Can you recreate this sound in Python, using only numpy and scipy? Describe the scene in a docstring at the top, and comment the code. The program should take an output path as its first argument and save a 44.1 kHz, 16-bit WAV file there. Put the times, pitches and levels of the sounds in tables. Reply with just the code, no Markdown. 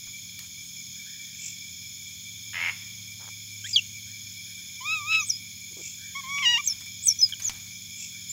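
"""Crickets and a bush cricket sing all round a grassy yard at night, and a twig snaps under a paw.
Then otters beg close by: slow pulses of the vocal folds make a rattling growl, fast vibration makes soft
chirps and whistled squeaks that break to a loud lower note, and throat resonances shape nasal whines
that turn rough at their peaks. Faint far calls, a steady hiss and a low machine hum lie behind them."""
import sys
import numpy as np
from scipy import signal
from scipy.fft import rfft, irfft, next_fast_len
from scipy.io import wavfile
from scipy.ndimage import map_coordinates

SR = 44100
rng = np.random.default_rng(int(sys.argv[2]) if len(sys.argv) > 2 else 0)


def unload_wav(signal):
    """Save mono or channel-first audio to the path in sys.argv[1] as 16-bit WAV at rate SR, clipped to [-1, 1]."""
    wavfile.write(
        sys.argv[1],
        SR,
        np.round(np.clip(np.atleast_2d(signal).T, -1, 1) * 32767).astype(np.int16),
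    )


N = 366893
T = np.arange(N) / SR

# otter squeaks: start_s, break_s, end_s, first_hz, middle_hz, last_hz, arch_db, swell_db, fall_hz,
# rest_hz, bend_hz, settle_s, burst_delay_s, burst_db, tail_db, octave_db (before the mouth), jitter_share
SQUEAKS = [(3.73, 3.76, 3.798, 5080, 4770, 4430, -26.5, -3, 3390, 2730, -140, 0.019, 0.0074, -25, -15.5, -17.5, 0.0026),
           (5.256, 5.29, 5.372, 6800, 8270, 7400, -42, 8, 6620, 4950, 400, 0.016, 0.015, -17.5, -31.5, -35, 0.0072),
           (6.637, 6.674, 6.731, 6580, 7450, 7600, -35.5, 9, 6500, 5280, -3, .017, 0.0033, -19.5, -25.5, -30, 0.0085),
           (7.025, 7.073, 7.130, 6850, 8020, 7770, -33.5, 16, 6680, 5350, 0, 0.02, 0.015, -11.5, -23, -31, 0.014),
           (7.188, 7.216, 7.268, 5900, 5950, 6250, -31.5, 8, 5184, 4870, -70, 0.042, 0.02, -18, -19.5, -34, 0.0024)]
# chirps: start_s, end_s, first_hz, middle_hz, last_hz, level_db, octave_db (before the mouth), jitter_share
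CHIRPS = [(3.64, 3.681, 1550, 1760, 2300, -43, 6, 0.0037), (5.194, 5.219, 6060, 6760, 5780, -32, -31, .008),
          (5.216, 5.255, 5700, 6130, 7000, -35, -37, 0.012),
          (7.322, 7.329, 1780, 1660, 1600, -40.5, 19, 0.0069),
          (7.333, 7.341, 1710, 1568, 1520, -45, 20, .006),
          (7.419, 7.451, 6050, 6650, 6900, -35, -35, 0.021),
          (7.441, 7.49, 7200, 6630, 5850, -28.5, -37, 0.016),
          (8.291, 8.318, 6760, 7170, 7160, -34.5, -29, .006)]
# the small mouth's response to a whistle's overtones: frequency_hz, gain_db
WHISTLE_MOUTH = [(3200, 1), (4200, -13), (5500, -1), (6400, 6), (8000, -42), (9600, -27), (10500, 8),
                 (12800, 11.5), (14000, 8), (15500, 17)]
# whine contours: time_s, pitch_hz, overtones_db
WAVY_WHINE = [(4.803, 990, -50), (4.817, 1000, -47), (4.845, 1102, -49), (4.857, 1174, -33.5),
              (4.871, 1225, -32.5), (4.935, 1306, -24), (5.037, 1142, -48), (5.111, 1308, -24),
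              (5.151, 1283, -19), (5.189, 1300, -24.5), (5.207, 1260, -27.5), (5.229, 1154, -48),
              (5.24, 1097, -61)]
SHORT_WHINE = [(6.148, 1065, -27), (6.154, 1072, -34), (6.18, 1130, -35), (6.212, 1086, -40)]
BREAKING_WHINE = [(6.232, 1080, -37), (6.254, 1035, -52), (6.312, 1122, -32), (6.366, 1130, -29),
                  (6.422, 1142, -31), (6.428, 1075, -26.5), (6.444, 1060, -28), (6.46, 949.5, -18.5),
                  (6.52, 969, -21), (6.562, 929, -21.5), (6.574, 940, -24.5), (6.588, 1193, -33),
                  (6.604, 1166, -30.5), (6.618, 1050, -54)]
# moments when a whine breaks up: centre_s, half_length_s, roughness_share
ROUGH_SPELLS = [(5.143, 0.026, 0.18), (6.387, 0.0077, 0.48), (6.435, 0.016, 0.32), (6.533, 0.05, 0.05)]
# pulsed calls: start_s, length_s, level_db, pulse_hz, mouth_hz
GROWLS = [(2.533, 0.17, -29, 86, 2204)]
MUTTERS = [(3.197, 0.059, -55.5, 88, 900), (3.268, 0.024, -51, 100.3, 900)]
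GRUNTS = [(5.711, 0.022, -60.5, 148, 380), (5.768, 0.051, -51.5, 169.4, 382)]
# throat response in each kind of call: frequency_hz, gain_db
WAVY_THROAT = [(600, -42), (1400, -20), (2000, -10.5), (2600, 5), (3200, -3), (3900, -7), (4600, -22),
               (5200, -10), (6400, -21), (7500, -16), (8100, -46), (10000, -47)]
BREAKING_THROAT = [(600, -30), (1300, -19), (1900, -10), (2300, 3), (2900, 2.5), (3400, -8.5), (3900, -11),
                   (4500, -26), (4900, -12.5), (5700, -11.5), (6700, -19), (7800, -26), (8400, -40)]
GROWL_THROAT = [(100, -22), (400, -22.5), (900, -11), (1500, -5.5), (1900, -2.5), (2200, 1.5), (2500, 1),
                (3000, -2), (3700, -16), (4700, -17.5), (6500, -46)]
MUTTER_THROAT = [(150, -22), (450, -6), (900, 1), (1600, 0), (2500, -14), (5000, -30)]
GRUNT_THROAT = [(150, -21), (300, 0), (380, 5.5), (600, -9.5), (1000, -13), (1400, -20), (3000, -41)]
# paws on twigs and grass: start_s, level_db, decay_s, tilt_db_per_octave
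STEPS = [(.067, -50, 0.023, -3), (0.391, -26, 0.0026, 6), (0.401, -51.5, 0.066, 1.5),
         (6.698, -53, 0.074, -1), (6.806, -45, 0.018, 1.5), (6.86, -45.5, 0.015, 3.5),
         (7.29, -41.5, 0.018, 4), (7.397, -37, 0.011, 2), (7.41, -48, 0.18, 1.5), (7.496, -25.5, 0.0028, 0),
         (7.502, -47, 0.079, -1)]
# cricket choruses: centre_hz, spread_hz, level_db, pulse_hz, depth_share
CHORUSES = [(2324, 74, -52, 20, 0.24), (3414, 130, -49.5, 12, 0.077), (4220, 100, -61, 8.3, 0.3),
            (5254, 130, -49.5, 52, 0.14), (6056, 27, -58, 22, .1), (6533, 99, -50, 43, 0.22),
            (6869, 124, -47, 38, 0.28), (10576, 370, -59, 30, 0.055)]
# bush cricket phrases: peak_s, level_db
RASP_PHRASES = [(1.465, -37.5), (3.7, -38.5), (5.87, -39.5), (8.03, -39)]
# spectra of a twig, the bush cricket, and night air with far insects: frequency_hz, gain_db
TWIG_SPECTRUM = [(150, 7), (500, -14.5), (750, -3), (1100, -1), (1700, 1.5), (2500, -1), (5000, 2.5),
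                 (8000, -5.5), (15000, -12.5)]
RASP_SPECTRUM = [(1900, -43), (2300, -10), (2650, -7.5), (3100, -24), (4600, -23), (5400, -4.5),
                 (6300, -6.5), (7200, 0), (7600, 0.5), (8000, -21), (9000, -29), (12000, -45)]
AIR_SPECTRUM = [(30, -37), (60, -6), (90, 2.5), (200, -8), (290, -7), (420, -23.5), (700, -25),
                (1350, -23.5), (1650, -17.5), (2000, -20), (2800, -14), (4800, -4), (7300, -8),
                (8000, -14.5), (8900, -20.5), (9400, -15.5), (11000, -21), (11900, -15.5), (13800, -6.5),
                (15700, -8.5)]
# far hoarse calls: start_s, length_s, pitch_hz, level_db
FAR_CALLS = [(0.925, 0.12, 1650, -66), (1.021, 0.17, 1716, -60), (4.047, 0.1, 1670, -64),
             (4.429, 0.13, 1670, -66.5), (4.567, 0.083, 1650, -63), (5.965, 0.17, 1714, -58),
             (8.115, 0.12, 1657, -65)]
# single high insect chirps: time_s, pitch_hz, level_db
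INSECT_CHIRPS = [(.64, 8300, -56), (2.11, 8400, -64), (7.73, 5970, -50)]
# insects that repeat a faint high note: first_s, period_s, length_s, pitch_hz, level_db
HIGH_SINGERS = [(.2, .207, 0.096, 7920, -64.5), (.17, .37, 0.15, 9500, -67.5)]
# machine hum partials: frequency_hz, level_db
HUM_PARTIALS = [(87, -66), (133, -64.5), (176.5, -60.5), (211, -69), (223, -69.5), (260, -85.5)]
# rise and fall of the strongest hum partial: time_s, level_db
HUM_SWELL = [(0.0, -60), (0.76, -63), (0.83, -66.5), (2.59, -55), (4.05, -51.5), (4.68, -61.5), (5.03, -53),
             (5.75, -60.5), (7.78, -57), (8.32, -59)]


def squeak(start_s, break_s, end_s, first_hz, middle_hz, last_hz, arch_db, swell_db,
           fall_hz, rest_hz, bend_hz, settle_s, burst_delay_s, burst_db, tail_db, octave_db, jitter):
    """Register break: a thin high arch swells, then jumps to a loud lower note that settles and fades."""
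    t, _ = span(start_s, end_s)
    arch_progress = np.minimum((t - start_s) / (break_s - start_s), 1)
    since_s = np.maximum(t - break_s, 0)
    fall_progress = since_s / (end_s - break_s)
    broken = .5 + .5 * np.tanh((t - break_s) / .0012)  # 0 in the high register, 1 in the low
    high_hz = arch(arch_progress, first_hz, middle_hz, last_hz)
    settling = np.exp(-(since_s / settle_s) ** 1.43)
    low_hz = rest_hz + (fall_hz - rest_hz) * settling + bend_hz * fall_progress ** 6
    pitch_hz = (1 - broken) * high_hz + broken * low_hz
    quaver = gain_of(3 * wander(t, 209))
    lead = gain_of(arch_db + swell_db * bump(t, break_s - .0021, .0045)) * quaver
    burst = gain_of(burst_db) * bump(since_s, burst_delay_s, .24 * settle_s)
    tail = gain_of(tail_db - 8 * fall_progress) * quaver
    catch = gain_of(-3 * bump(t, break_s, .0024))  # the voice dips as it breaks
    level = ((1 - broken) * lead + broken * (burst + tail)) * catch * edges(t, .002)
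    return whistle(t, pitch_hz, level, octave_db - 3 * (1 - broken), jitter)


def chirp(start_s, end_s, first_hz, middle_hz, last_hz, level_db, octave_db, jitter):
    """Frequency glide: one soft whistle follows an arch of pitch."""
    t, progress = span(start_s, end_s)
    pitch_hz = arch(progress, first_hz, middle_hz, last_hz)
    return whistle(t, pitch_hz, gain_of(level_db) * edges(t, .0055), octave_db, jitter)


def whistle(t, pitch_hz, level, octave_db, jitter):
    """Jitter and shimmer: a tone trembles in pitch and strength; the mouth weights its two overtones."""
    phase = phase_of(pitch_hz * (1 + jitter * wander(t, 943)))
    octave = gain_of(octave_db) * gain_at(WHISTLE_MOUTH, 2 * pitch_hz) * np.sin(2 * phase)
    third = gain_of(-48) * gain_at(WHISTLE_MOUTH, 3 * pitch_hz) * np.sin(3 * phase)
    third *= 3 * pitch_hz < SR / 2
    shimmer = gain_of(220 * jitter * wander(t, 387))
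    return t[0], np.sqrt(2) * level * (np.sin(phase) + octave + third) * shimmer


def whine(contour, throat, subharmonic_db, trim_db, pressed):
    """Source and filter: the throat shapes a harmonic voice, and irregular cycles make it rough."""
    t, pitch_hz, overtones_db = curves(contour)
    # the fundamental hardly grows with effort, and loses strength once the voice is pressed
    pressed_loss_db = 1.02 * pressed * np.maximum(overtones_db + 26.5, 0)
    fundamental_db = -38 + .23 * (overtones_db + 24) - pressed_loss_db
    roughness = sum(share * bump(t, centre_s, width_s) for centre_s, width_s, share in ROUGH_SPELLS)
    jitter = .002 * wander(t, 70) + (.004 + .08 * roughness) * wander(t, 700)
    phase = phase_of(pitch_hz * (1 + jitter))
    overtones = sum(gain_at(throat, k * pitch_hz) * np.sin(k * phase) for k in range(2, 10))
    overtones /= np.hypot(gain_at(throat, 2 * pitch_hz), gain_at(throat, 3 * pitch_hz))
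    # period doubling: strong and weak cycles alternate, adding faint lines between the harmonics
    overtones *= 1 + gain_of(subharmonic_db) * np.sin(phase / 2)
    pulsed_noise = rng.standard_normal(N)[:len(t)] * (1 + np.cos(phase))
    rasp = .94 * roughness * unit_rms(colour(pulsed_noise, throat))
    fundamental = gain_of(fundamental_db) * np.sin(phase)
    voice = fundamental + gain_of(overtones_db + trim_db) * (overtones + rasp)
    return t[0], np.sqrt(2) * voice * edges(t, .0094)


def pulsed_call(start_s, length_s, level_db, pulse_hz, mouth_hz, throat, rattle, ring, swell_db, opening=0):
    """Impulse excitation: vocal fold snaps, each with a rebound and a puff of noise, ring the mouth."""
    t, progress = span(start_s, start_s + length_s)
    slack = (1 - progress) ** 2  # shrinks quickly, then levels off at zero
    cycles = pulse_hz * (t - t[0])
    snap_at = np.flatnonzero(np.diff(np.floor(cycles), prepend=-1))
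    lag, strength = rng.random((len(snap_at), 2)).T
    rebound_at = snap_at + (SR * (.0018 + .003 * lag)).astype(int)
    snaps = np.zeros(len(t))
    snaps[snap_at] = 1
    snaps[np.minimum(rebound_at, len(t) - 1)] = .2 + .5 * strength
    puffs = rng.standard_normal(N)[:len(t)] * np.exp(-(cycles % 1) / .7)
    folds = unit_rms(snaps) + rattle * unit_rms(puffs)
    mouth = resonate(folds, mouth_hz * (1 - opening * slack), width_hz=130)
    voice = unit_rms(colour(folds + ring * mouth, throat))
    return start_s, gain_of(level_db - swell_db * slack) * edges(t, .001) * voice


def otter_calls():
    """Superposition: squeaks, chirps, whines, soft mutters and grunts add in the air."""
    out = np.zeros(N)
    for row in SQUEAKS:
        add(out, *squeak(*row))
    for row in CHIRPS:
        add(out, *chirp(*row))
    add(out, *whine(WAVY_WHINE, WAVY_THROAT, subharmonic_db=-39, trim_db=.14, pressed=.24))
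    for contour in SHORT_WHINE, BREAKING_WHINE:
        add(out, *whine(contour, BREAKING_THROAT, subharmonic_db=-38, trim_db=-.2, pressed=1.24))
    for row in MUTTERS:
        add(out, *pulsed_call(*row, MUTTER_THROAT, rattle=.59, ring=.45, swell_db=2))
    for row in GRUNTS:
        add(out, *pulsed_call(*row, GRUNT_THROAT, rattle=1.8, ring=.33, swell_db=-2))
    return out


def otter_growl():
    """Formant shift: the resonance rises as the mouth opens; walls and trees reflect the rattle."""
    out = np.zeros(N)
    for row in GROWLS:
        add(out, *pulsed_call(*row, GROWL_THROAT, rattle=.45, ring=2.6, swell_db=5.5, opening=.16))
    return yard(out, near_db=-7.5, near_t60_s=.13, far_db=-16.5, far_t60_s=1)


def paws():
    """Exponential decay: twigs snap and grass crackles in short bursts of grainy noise."""
    out, t = np.zeros(N), T[:SR // 3]
    for start_s, level_db, decay_s, tilt in STEPS:
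        grains = rng.standard_normal(len(t)) * (1 + .49 * np.tanh(wander(t, 477)))
        spectrum = [(hz, db + tilt * np.log2(hz / 1000)) for hz, db in TWIG_SPECTRUM]
        add(out, start_s, gain_of(level_db) * unit_rms(colour(grains, spectrum)) * np.exp(-t / decay_s))
    return out


def near_cricket(pitch_hz=2325, level_db=-47, length_s=.078, period_s=.21, stray_s=.01):
    """Random phase and amplitude modulation: short cheeps quiver on a nearly steady beat."""
    out, t = np.zeros(N), T[:round(length_s * SR)]
    for beat_s in np.arange(.175, T[-1], period_s):
        tone = np.sin(2 * np.pi * pitch_hz * t + .9 * wander(t, 150))
        quiver = gain_of(1.5 * wander(t, 111))
        cheep = np.sqrt(2) * gain_of(level_db) * quiver * tone * np.sin(np.pi * t / length_s)
        add(out, beat_s + stray_s * rng.standard_normal() - length_s / 2, cheep)
    return out


def cricket_chorus():
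    """Incoherent summation: each kind merges into a narrow noise band, pulsed by its nearest singers."""
    out = np.zeros(N)
    for centre_hz, spread_hz, level_db, pulse_hz, depth in CHORUSES:
        crowd = noise(lambda hz: np.exp(-((hz - centre_hz) / (2 * spread_hz)) ** 2))
        pulse = 1 + depth * np.sin(2 * np.pi * (pulse_hz * T + .27 * wander(T, 3)))
        out += gain_of(level_db + wander(T, 2.62)) * unit_rms(crowd * pulse)
    return out


def bush_cricket(half_width_s=.041, stroke_hz=48, depth=.45):
    """Stridulation: rasping wing strokes swell and fade in a phrase about every two seconds."""
    swell = sum(gain_of(db) / (1 + ((T - peak_s) / half_width_s) ** 2) for peak_s, db in RASP_PHRASES)
    strokes = 1 + depth * np.sin(2 * np.pi * stroke_hz * T)
    return swell * strokes * noise(lambda hz: gain_at(RASP_SPECTRUM, hz))


def far_note(length_s, pitch_hz, level_db, glide, blur_hz):
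    """Multipath fading: many paths through the trees blur a gliding note."""
    t = T[:round(length_s * SR)]
    phase = phase_of(pitch_hz * (1 + glide * (t / length_s - .5)))
    tone = wander(t, blur_hz) * np.sin(phase) + wander(t, blur_hz) * np.cos(phase)
    return gain_of(level_db) * tone * np.sin(np.pi * t / length_s)


def far_singers(stray_s=.028):
    """Distant propagation: tiny insect notes arrive blurred, and hoarse calls also reverberate."""
    calls, insects = np.zeros(N), np.zeros(N)
    for start_s, length_s, pitch_hz, level_db in FAR_CALLS:
        add(calls, start_s, far_note(length_s, pitch_hz, level_db, glide=.217, blur_hz=340))
    for time_s, pitch_hz, level_db in INSECT_CHIRPS:
        add(insects, time_s - .03, far_note(.095, pitch_hz, level_db, glide=-.016, blur_hz=290))
    for first_s, period_s, length_s, pitch_hz, level_db in HIGH_SINGERS:
        for beat, (stray, uneven_db) in enumerate(rng.standard_normal(size=(42, 2))):
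            note = far_note(length_s, pitch_hz, level_db + uneven_db, glide=.013, blur_hz=140)
            add(insects, first_s + beat * period_s + stray_s * stray - length_s / 2, note)
    return insects + yard(calls, near_db=-42, near_t60_s=.23, far_db=-.5, far_t60_s=2)


def machine_hum():
    """Line spectrum: the low partials of a far machine waver in level and phase."""
    swell_db = np.interp(T, *np.transpose(HUM_SWELL)) - .5
    hum = np.zeros(N)
    for hz, level_db in HUM_PARTIALS + [(103.5, swell_db)]:
        hum += gain_of(level_db + 2 * wander(T, 3.6)) * np.sin(2 * np.pi * hz * T + wander(T, 6))
    return np.sqrt(2) * hum


def night_air(level_db=-48):
    """Continuous spectrum: air and far insects blend into a steady hiss."""
    return gain_of(level_db) * noise(lambda hz: gain_at(AIR_SPECTRUM, hz))


def yard(x, near_db, near_t60_s, far_db, far_t60_s):
    """Reverberation: quick scatter from ground and stones, and a longer tail from walls and trees."""
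    t = T[:SR]
    reflections = rng.standard_normal(SR) * (t > .003)
    near = reflections * gain_of(-60 * t / near_t60_s)
    far = reflections * gain_of(-60 * t / far_t60_s)
    response = gain_of(near_db) * near / np.linalg.norm(near) + gain_of(far_db) * far / np.linalg.norm(far)
    return x + signal.oaconvolve(x, response)[:N]


def resonate(x, hz, width_hz):
    """A resonance of gain 1 that follows the curve hz."""
    turn, damping = np.exp(1j * phase_of(hz)), np.exp(-np.pi * width_hz / SR)
    return 2 * (turn * signal.lfilter([1 - damping], [1, -damping], x / turn)).real


def colour(x, spectrum):
    """Minimum-phase filtering with the given spectrum."""
    log_gain = np.log(gain_at(spectrum, abs(np.fft.fftfreq(2048, 1 / SR))))
    taps = np.fft.ifft(np.exp(np.conj(signal.hilbert(log_gain)))).real
    return signal.oaconvolve(x, taps)[:len(x)]


def noise(shape):
    """Noise of rms 1 with the amplitude spectrum shape(hz)."""
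    size = next_fast_len(N, True)
    hz = np.fft.rfftfreq(size, 1 / SR)
    return unit_rms(irfft(rfft(rng.standard_normal(size)) * shape(hz))[:N])


def wander(t, rate_hz):
    """Smooth drift of about rms 1 through rate_hz random values a second."""
    return map_coordinates(rng.standard_normal(4096), [(t - t[0]) * rate_hz], order=3, mode="wrap")


def phase_of(hz):
    """Phase as the integral of frequency."""
    return 2 * np.pi * np.cumsum(hz) / SR


def gain_of(db):
    """Decibels as an amplitude ratio."""
    return 10 ** (np.asarray(db) / 20)


def gain_at(spectrum, hz):
    """A spectrum's gain, interpolated over log frequency."""
    points_hz, points_db = np.transpose(spectrum)
    return gain_of(np.interp(np.log(hz + 1), np.log(points_hz + 1), points_db))


def unit_rms(x):
    """Normalisation to rms 1."""
    return x / np.sqrt(np.mean(x ** 2) + 1e-20)


def span(start_s, end_s):
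    """Sample times of a note, and its progress from 0 to 1."""
    t = T[round(start_s * SR):round(end_s * SR)]
    return t, np.linspace(0, 1, len(t))


def curves(rows):
    """Sample times, then each column interpolated linearly."""
    times_s, *columns = np.transpose(rows)
    t, _ = span(times_s[0], times_s[-1])
    return [t] + [np.interp(t, times_s, column) for column in columns]


def edges(t, edge_s):
    """Linear attack, hold and release."""
    return np.clip(np.minimum(t - t[0], t[-1] - t) / edge_s, 0, 1)


def arch(u, first, middle, last):
    """A parabola through three values as u runs from 0 to 1."""
    return first + (last - first) * u + 2 * (2 * middle - first - last) * u * (1 - u)


def bump(t, centre_s, width_s):
    """A Gaussian swell from 0 to 1 and back."""
    return np.exp(-((t - centre_s) / width_s) ** 2)


def add(mix, start_s, sound):
    """Superposes a sound on the mix."""
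    part = mix[max(round(start_s * SR), 0):][:len(sound)]
    part += sound[:len(part)]


def scene():
    """Superposition at one point: both channels carry the same sum of sources."""
    close = yard(otter_calls() + paws(), near_db=-14.5, near_t60_s=.068, far_db=-30, far_t60_s=.61)
    mono = (close + otter_growl() + near_cricket() + cricket_chorus() + bush_cricket()
            + far_singers() + machine_hum() + night_air())
    return np.array([mono, mono])


def record(dry):
    """Band limiting: a steep low-pass filter removes the highest treble."""
    low_pass = signal.firwin(1023, 15780, window=("kaiser", 9), fs=SR)
    return signal.oaconvolve(dry, low_pass[None], "same")


dry = scene()
out = record(dry)
unload_wav(out)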